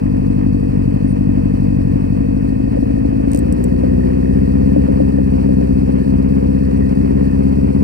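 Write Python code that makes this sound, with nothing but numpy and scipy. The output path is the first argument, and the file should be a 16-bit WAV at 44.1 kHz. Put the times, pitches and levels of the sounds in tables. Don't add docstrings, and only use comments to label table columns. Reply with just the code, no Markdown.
import sys
import numpy as np
from scipy import signal
from scipy.fft import rfft, irfft
from scipy.io import wavfile
from scipy.ndimage import uniform_filter1d, minimum_filter1d

SR = 44100
rng = np.random.default_rng(int(sys.argv[2]) if len(sys.argv) > 2 else 0)


def volts(x):
    e = np.asarray(x, float) / 20
    return 10 ** e


def store_wav(level_fs):
    pcm = np.round(np.clip(np.atleast_2d(level_fs), -1, 1) * 32767)
    wavfile.write(sys.argv[1], SR, pcm.T.astype(np.int16))


N = 345303
T = np.arange(N) / SR
HZ = np.arange(N // 2 + 1) * SR / N

# pitch_hz, gain_db, lead_rad, likeness (0-1)
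PORT_RESPONSE = [(0, 1, .1, 1), (65, .3, .45, 1), (130, -2.8, .95, 1), (216, -5.2, 1.37, 1),
                 (300, -5.8, 1.75, 1), (386, -3.5, 2.4, 1), (495, -1.5, 2.72, .97), (553, 0.2, 3.478, 0.92),
                 (775, 0.97, 2.99, 0.98), (1196, 1, 3.18, 0.61), (1750, 1, 4.86, 0.87),
                 (2520, 2.5, 7.05, 0.9), (3950, 0, 10.43, 0.97), (5300, -1, 12.5, 0.8), (6110, 3, 14.63, 1),
                 (7350, -4.5, 20, 0.5), (8170, 15, 19.5, 0.97), (10230, 4, 19.5, 0), (10600, 5, 22, .9),
                 (11700, -2, 22.42, 1), (13050, -3, 23.7, .95), (16000, -10.5, 31.5, .9)]

ROAD_HZ, ROAD_WIDTH_HZ, ROAD_START_DB, ROAD_FADE_DB_PER_S = 980, 220, -45, -6
# start_s, pitch_hz, level_db
BIRD_CONTOUR = [(1.072, 8700, -64), (1.084, 9060, -54), (1.11, 8900, -56), (1.125, 8520, -57)]
# start_s, peak_db (before CLICK_TRIM_DB), ring_hz
CLICK_EVENTS = [(3.3169, -20, 9200), (3.3336, -20, 8860), (3.3473, -15, 9000), (3.3606, -20, 9200),
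                (3.3742, -20, 8100), (3.39, -18.5, 8200), (3.5245, -23, 8520), (3.6405, -18.5, 8000)]
CLICK_TRIM_DB = -2
RATCHET_ENDS_S, RATCHET_LOW_HZ, SWITCH_LOW_HZ = 3.45, 2200, 5200
PUMP_HZ, PUMP_LEFT_DB = 2559, -49.5
# start_s, level_db (before flutter), centre_hz
BUZZ_CONTOUR = [(0, -57, 1803), (2.9, -53, 1820), (4.2, -50, 1830), (5.7, -53, 1760), (6.45, -53.5, 1738),
                (6.8, -50.5, 1860), (7.33, -49, 1785), (7.47, -61, 1827), (7.83, -64, 1960)]
# pitch_hz, density_db_per_hz (before flicker and pulsing)
RUSTLE_SPECTRUM = [(250, -58), (420, -54.5), (540, -56), (640, -63), (760, -66.5), (900, -66),
                   (1280, -77.5), (2150, -84.5), (3000, -89), (3600, -96.5), (4400, -87.5), (5200, -94),
                   (8600, -104.5), (12500, -99), (15000, -106)]

# start_s, rate_cycles_per_s
ENGINE_SPEED = [(0.0, 12.255), (0.64, 12.269), (0.86, 11.786), (1.09, 12.153), (1.73, 12.123),
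                (1.83, 11.647), (2.43, 12.645), (2.55, 13.096), (3.34, 13.566), (3.62, 15.246),
                (4.06, 15.612), (4.16, 15.969), (4.76, 16.768), (5.64, 16.129), (6.25, 16.359),
                (6.39, 16.776), (6.46, 16.415), (7.83, 16.92)]
START_CYCLE = -.050
IDLE_RATE, FAST_RATE = 12, 16.5
WANDER_CYCLES, WANDER_PER_S = .004, 14
# start_s, opening_share
THROTTLE_MOVES = [(3.28, 0), (3.4, .8), (3.58, 1), (3.7, .5), (4.0, .35), (4.15, 0)]

# pitch_hz, half_width_hz, idle_db, fast_idle_db (before flutter)
PIPE_RESONANCES = [(347, 9, -46, -39), (380, 9, -46, -31), (468, 8, -29, -36), (497, 14, -44, -28),
                   (548, 14, -52, -39)]
DRONE_FULL_SHARE = .6
FULL_THROTTLE_GAIN = 5
OPEN_ORDER, OPEN_ORDER_DB = 25, -27

FIRING_PLACES = [(-.1621, -.261), (.0939, -.0181), (.334, .2225), (.5886, .4732)]
# header_tuning_ratio, idle_scatter_db, fast_scatter_db (before PART_SPREAD), slip_cycles
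CYLINDER_TRAITS = [(1.079, 1.6, 1.8, .013), (1.037, .9, .8, .001), (.95, .9, .9, .001),
                   (1.071, 1.1, 1.8, .0015)]
VOICE_RATES = [12.1, 13.3, 15.5, 16.5]
# deep_boom_db, boom_db, low_bark_db, high_bark_db, rasp_db, upper_rasp_db (before scatter)
CYLINDER_VOICES = [
    [(9.2, 1.3, 3, 4.6, -5.5, 1.5), (1.4, 2.4, -8, 1.6, -6, 3.5), (1.5, 4.6, -4.5, 1.2, 2, 12),
     (2.3, 5.2, -0.5, 3.9, 5, 2.5)],
    [(2, 10, 8.5, 5.9, 8.4, -9), (3.2, 16.9, 13.1, 3.6, 7.4, -6), (7.4, 11.2, 13.3, 5.3, 11, -3.4),
     (7.8, 5.7, 12.8, 5.1, 9.3, -3)],
    [(6.8, 12, 11.3, 1.6, -3, -1.5), (5.3, 13.6, 7.6, 8.4, 1.5, 5.8), (2.2, 10, 1.7, 11, 17.5, 15.5),
     (1.8, 2.7, 6.5, 11.4, 15, 3.5)],
    [(9.4, -18, 9, 8.5, 5, 7.5), (9.3, 0, 1, 11, -2.5, 15.5), (9.3, -11.5, 5, 2.5, 4, -9.5),
     (9.6, -18, 5.5, 5, -6.3, -10)],
]
PART_SPREAD = [1.2, 1.9, 1.6, 1.4, 0.3, 0.5]
# heard_s, change_db
UNEVEN_FIRINGS = [(0.727, -14), (0.984, -7.5), (1.154, -3.5), (1.57, -3.5), (1.649, 1.5), (3.961, 2.5),
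                  (4.879, -16.5), (5.122, -6), (6.041, -14), (6.637, -1), (6.951, -25), (7.298, -9.5),
                  (7.735, -10.5)]
# pitch_hz (before header tuning), t60_s, level_db (before the voice)
CHAMBERS = [(71.6, .099, -16.5), (124.7, .142, -26.5), (139.6, .121, -26.8), (190.9, .064, -15.5),
            (250.4, .093, -16.1), (235.4, .069, -14.9), (376.4, .129, -28.9), (387.2, .106, -25.3),
            (478, .067, -30), (620, .04, -39)]
CHAMBER_PART = [0, 1, 1, 2, 3, 3, 4, 4, 5, 5]
CHAMBER_DELAY_MS = [9.91, .52, 11.43, 4.37, 8.55, 5.39, 8.62, 7.73, 5.66, 7.17]
# pitch_hz, t60_s, level_db
OPEN_CHAMBER = (296, .13, -18)
# start_s, strike_db (before softening and ringing)
LATE_BURNS = [(2.772, -27), (3.347, -27), (3.836, -25.5), (4.763, -20.5), (4.887, -25.5), (5.003, -21.5),
              (5.185, -25), (5.462, -35.5), (5.491, -25.5), (5.614, -28), (7.231, -38)]
# pitch_hz, t60_s, level_db
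BURN_MODES = [(292.5, 0.11, 18), (527, 0.044, 19.5), (900, .07, -11)]
BURN_SOFT_HZ = 835
FAINT_BURNS_PER_S, FAINT_BURN_DB, FAINT_BURN_SCATTER_DB = 2, -40.5, -5


def curve(table, at):
    x, *columns = np.transpose(table)
    return [np.interp(at, x, c) for c in columns]


def blows(times, sizes):
    keep = (times > 0) & (times * SR < N - 2)
    place, sizes, out = times[keep] * SR, sizes[keep], np.zeros(N)
    np.add.at(out, place.astype(int), sizes * (1 - place % 1))
    np.add.at(out, place.astype(int) + 1, sizes * (place % 1))
    return out


def ring(strikes, hz, t60, db):
    t = T[:int(1.2 * t60 * SR)]
    decay = np.sin(2 * np.pi * hz * t) * 1000. ** (-t / t60)
    return volts(db) * signal.oaconvolve(strikes, decay)[:N]


def band(hz, width):
    bell = np.exp(-.5 * ((HZ - hz) / width) ** 2)
    x = irfft(rfft(rng.standard_normal(N)) * bell, N)
    return x / x.std()


def walk(rate):
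    k = int(SR / rate)
    held = np.repeat(rng.standard_normal(N // k + 1), k)
    return 1.33 * uniform_filter1d(uniform_filter1d(held, k), k)[:N]


def ports(x, other=0):
    db, lead, like = curve(PORT_RESPONSE, HZ)
    like = np.clip(like, 0, 1)
    shifted = like * np.exp(1j * lead) * rfft(x)
    unrelated = np.sqrt(1 - like ** 2) * rfft(other + 0 * x)
    return np.array([x, irfft(volts(db) * (shifted + unrelated), N)])


def road():
    level = volts(ROAD_START_DB + ROAD_FADE_DB_PER_S * T)
    return ports(*(level * band(ROAD_HZ, ROAD_WIDTH_HZ) for _ in range(2)))


def bird():
    hz, db = curve(BIRD_CONTOUR, T)
    on = uniform_filter1d(1. * (T > BIRD_CONTOUR[0][0]) * (T < BIRD_CONTOUR[-1][0]), 200)
    return ports(on * volts(db) * np.sin(2 * np.pi * np.cumsum(hz) / SR))


def clicks():
    out = np.zeros(N)
    t = T[:int(.03 * SR)]
    shape = np.minimum(t / .0004, 1) * (np.exp(-t / .0005) + .11 * np.exp(-t / .005))
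    for s, db, hz in CLICK_EVENTS:
        at = int(s * SR)
        tick = shape * (.35 * np.sin(2 * np.pi * hz * t) + rng.standard_normal(len(t)))
        low = RATCHET_LOW_HZ if s < RATCHET_ENDS_S else SWITCH_LOW_HZ
        tick = signal.sosfilt(signal.butter(2, [low, 16000], "band", fs=SR, output="sos"), tick)
        out[at:at + len(t)] += volts(db) * tick / np.abs(tick).max()
    return ports(volts(CLICK_TRIM_DB) * out)


def whine():
    tone = np.sqrt(2) * volts(PUMP_LEFT_DB + 0.2 * walk(11))
    phase = 2 * np.pi * np.cumsum(PUMP_HZ + 2.0 * walk(9)) / SR
    port_lead = np.array([[0], [2.1]])
    port_gain = volts(np.array([[0], [-5.5]]))
    return tone * np.sin(phase + port_lead) * port_gain


def buzz(cycle):
    db, hz = curve(BUZZ_CONTOUR, T)
    shake = volts(db + 1.4 * walk(70)) * (1 + 0.2 * np.cos(8 * np.pi * cycle))
    carrier = np.sqrt(2) * np.sin(2 * np.pi * np.cumsum(hz) / SR)
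    return ports(shake * band(30, 74) * carrier)


def rustle(cycle, fast_share):
    hz, db = np.transpose(RUSTLE_SPECTRUM)
    colour = volts(np.interp(np.log(HZ + 1), np.log(hz), db, left=-120))
    puff = 1 + 0.24 * np.cos(2 * np.pi * (4 * cycle - .2))
    hard_tick = 0.83 * fast_share * np.exp(-((cycle - .75) % 1) / 0.046)
    tick = 1 + hard_tick + .5 * np.exp(-((4 * cycle) % 1) / 0.063)
    flicker_low = volts(1.5 * walk(40) + 1.2 * fast_share)
    flicker_high = volts(1.0 * walk(60) + 1.7 * fast_share)
    low = HZ < 3400
    out = []
    for _ in range(2):
        gas = rfft(rng.standard_normal(N) * puff * flicker_low) * low
        gear = rfft(rng.standard_normal(N) * tick * flicker_high) * ~low
        out.append(irfft((gas + gear) * colour * np.sqrt(SR / 2), N))
    return ports(*out)


def drone(cycle, rate, fast_share):
    throttle = uniform_filter1d(np.gradient(rate) * SR, SR // 10) / FULL_THROTTLE_GAIN
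    strength = np.clip(np.maximum(fast_share / DRONE_FULL_SHARE, throttle), 0, 1) ** 2
    out = 0
    for order in range(20, 43):
        gain = 0
        for hz, width, idle_db, fast_db in PIPE_RESONANCES:
            peak = volts(idle_db + strength * (fast_db - idle_db))
            gain = gain + peak / (1 + ((order * rate - hz) / width) ** 2)
        tone = np.sin(2 * np.pi * (order * cycle + rng.random()))
        out = out + gain * volts(1.8 * walk(8)) * tone
    opening = curve(THROTTLE_MOVES, T)[0]
    opened = volts(OPEN_ORDER_DB) * opening * np.sin(2 * np.pi * OPEN_ORDER * cycle)
    return ports(out + opened)


def late_burns(fast_share):
    s, db = np.transpose(LATE_BURNS)
    when, keep, size = rng.random((int(FAINT_BURNS_PER_S * T[-1]), 3)).T
    heard = keep < np.interp(when * T[-1], T, fast_share)
    s = np.append(s, when[heard] * T[-1])
    db = np.append(db, FAINT_BURN_DB + FAINT_BURN_SCATTER_DB * (2 * size[heard] - 1))
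    soften = signal.butter(4, BURN_SOFT_HZ, fs=SR, output="sos")
    strikes = signal.sosfilt(soften, blows(s - .0008, volts(db)))
    return sum(ring(strikes, *mode) for mode in BURN_MODES)


def exhaust(cycle, rate, fast_share):
    out = 0
    turn = np.arange(int(cycle[-1]) + 2)
    share = np.interp(turn, cycle, fast_share)
    speed = np.interp(turn, cycle, uniform_filter1d(rate, SR // 4))
    miss_s, miss_db = np.transpose(UNEVEN_FIRINGS)
    for traits, places, voice in zip(CYLINDER_TRAITS, FIRING_PLACES, CYLINDER_VOICES):
        tune, idle_db, fast_db, slack = traits
        place = places[0] + share * (places[1] - places[0])
        part_db = curve(np.column_stack([VOICE_RATES, voice]), speed)
        slip, common, *own = rng.standard_normal((len(turn), 8)).clip(-2, 1.2).T
        times = np.interp(turn + place + slack * slip, cycle, T, left=-1, right=-1)
        spread = idle_db + share * (fast_db - idle_db)
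        opening = curve(THROTTLE_MOVES, times)[0]
        out = out + ring(blows(times, opening), *OPEN_CHAMBER)
        miss = np.exp(-((times[:, None] + 0.013 - miss_s) / 0.0098) ** 4) @ miss_db
        for (hz, t60, db), ms, part in zip(CHAMBERS, CHAMBER_DELAY_MS, CHAMBER_PART):
            scatter = PART_SPREAD[part] * spread * (.7 * common + .7 * own[part])
            size = volts(part_db[part] + miss + scatter)
            out = out + ring(blows(times + ms / 1000, size), hz * tune, t60, db)
    out = out + late_burns(fast_share)
    return signal.sosfilt(signal.butter(2, 1000, fs=SR, output="sos"), out)


def scene():
    rate = curve(ENGINE_SPEED, T)[0]
    even = START_CYCLE + np.cumsum(rate) / SR
    cycle = even + WANDER_CYCLES * walk(WANDER_PER_S)
    smooth_rate = uniform_filter1d(rate, SR // 4)
    fast_share = np.clip((smooth_rate - IDLE_RATE) / (FAST_RATE - IDLE_RATE), 0, 1)
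    background = road() + bird() + clicks()
    machine = whine() + buzz(cycle) + rustle(cycle, fast_share) + drone(even, rate, fast_share)
    return background + machine + ports(exhaust(cycle, rate, fast_share))


def low_pass(x):
    return signal.sosfilt(signal.butter(12, 15060, fs=SR, output="sos"), x)


def record(dry):
    x = signal.sosfilt(signal.butter(2, 45, "high", fs=SR, output="sos"), dry)
    peak = np.abs(x).max(axis=0) + 1e-9
    gain = minimum_filter1d(np.minimum(1, .97 / peak), size=400)
    mix = x * uniform_filter1d(uniform_filter1d(gain, size=200), size=200)
    return low_pass(mix)


dry = scene()
out = record(dry)
store_wav(out)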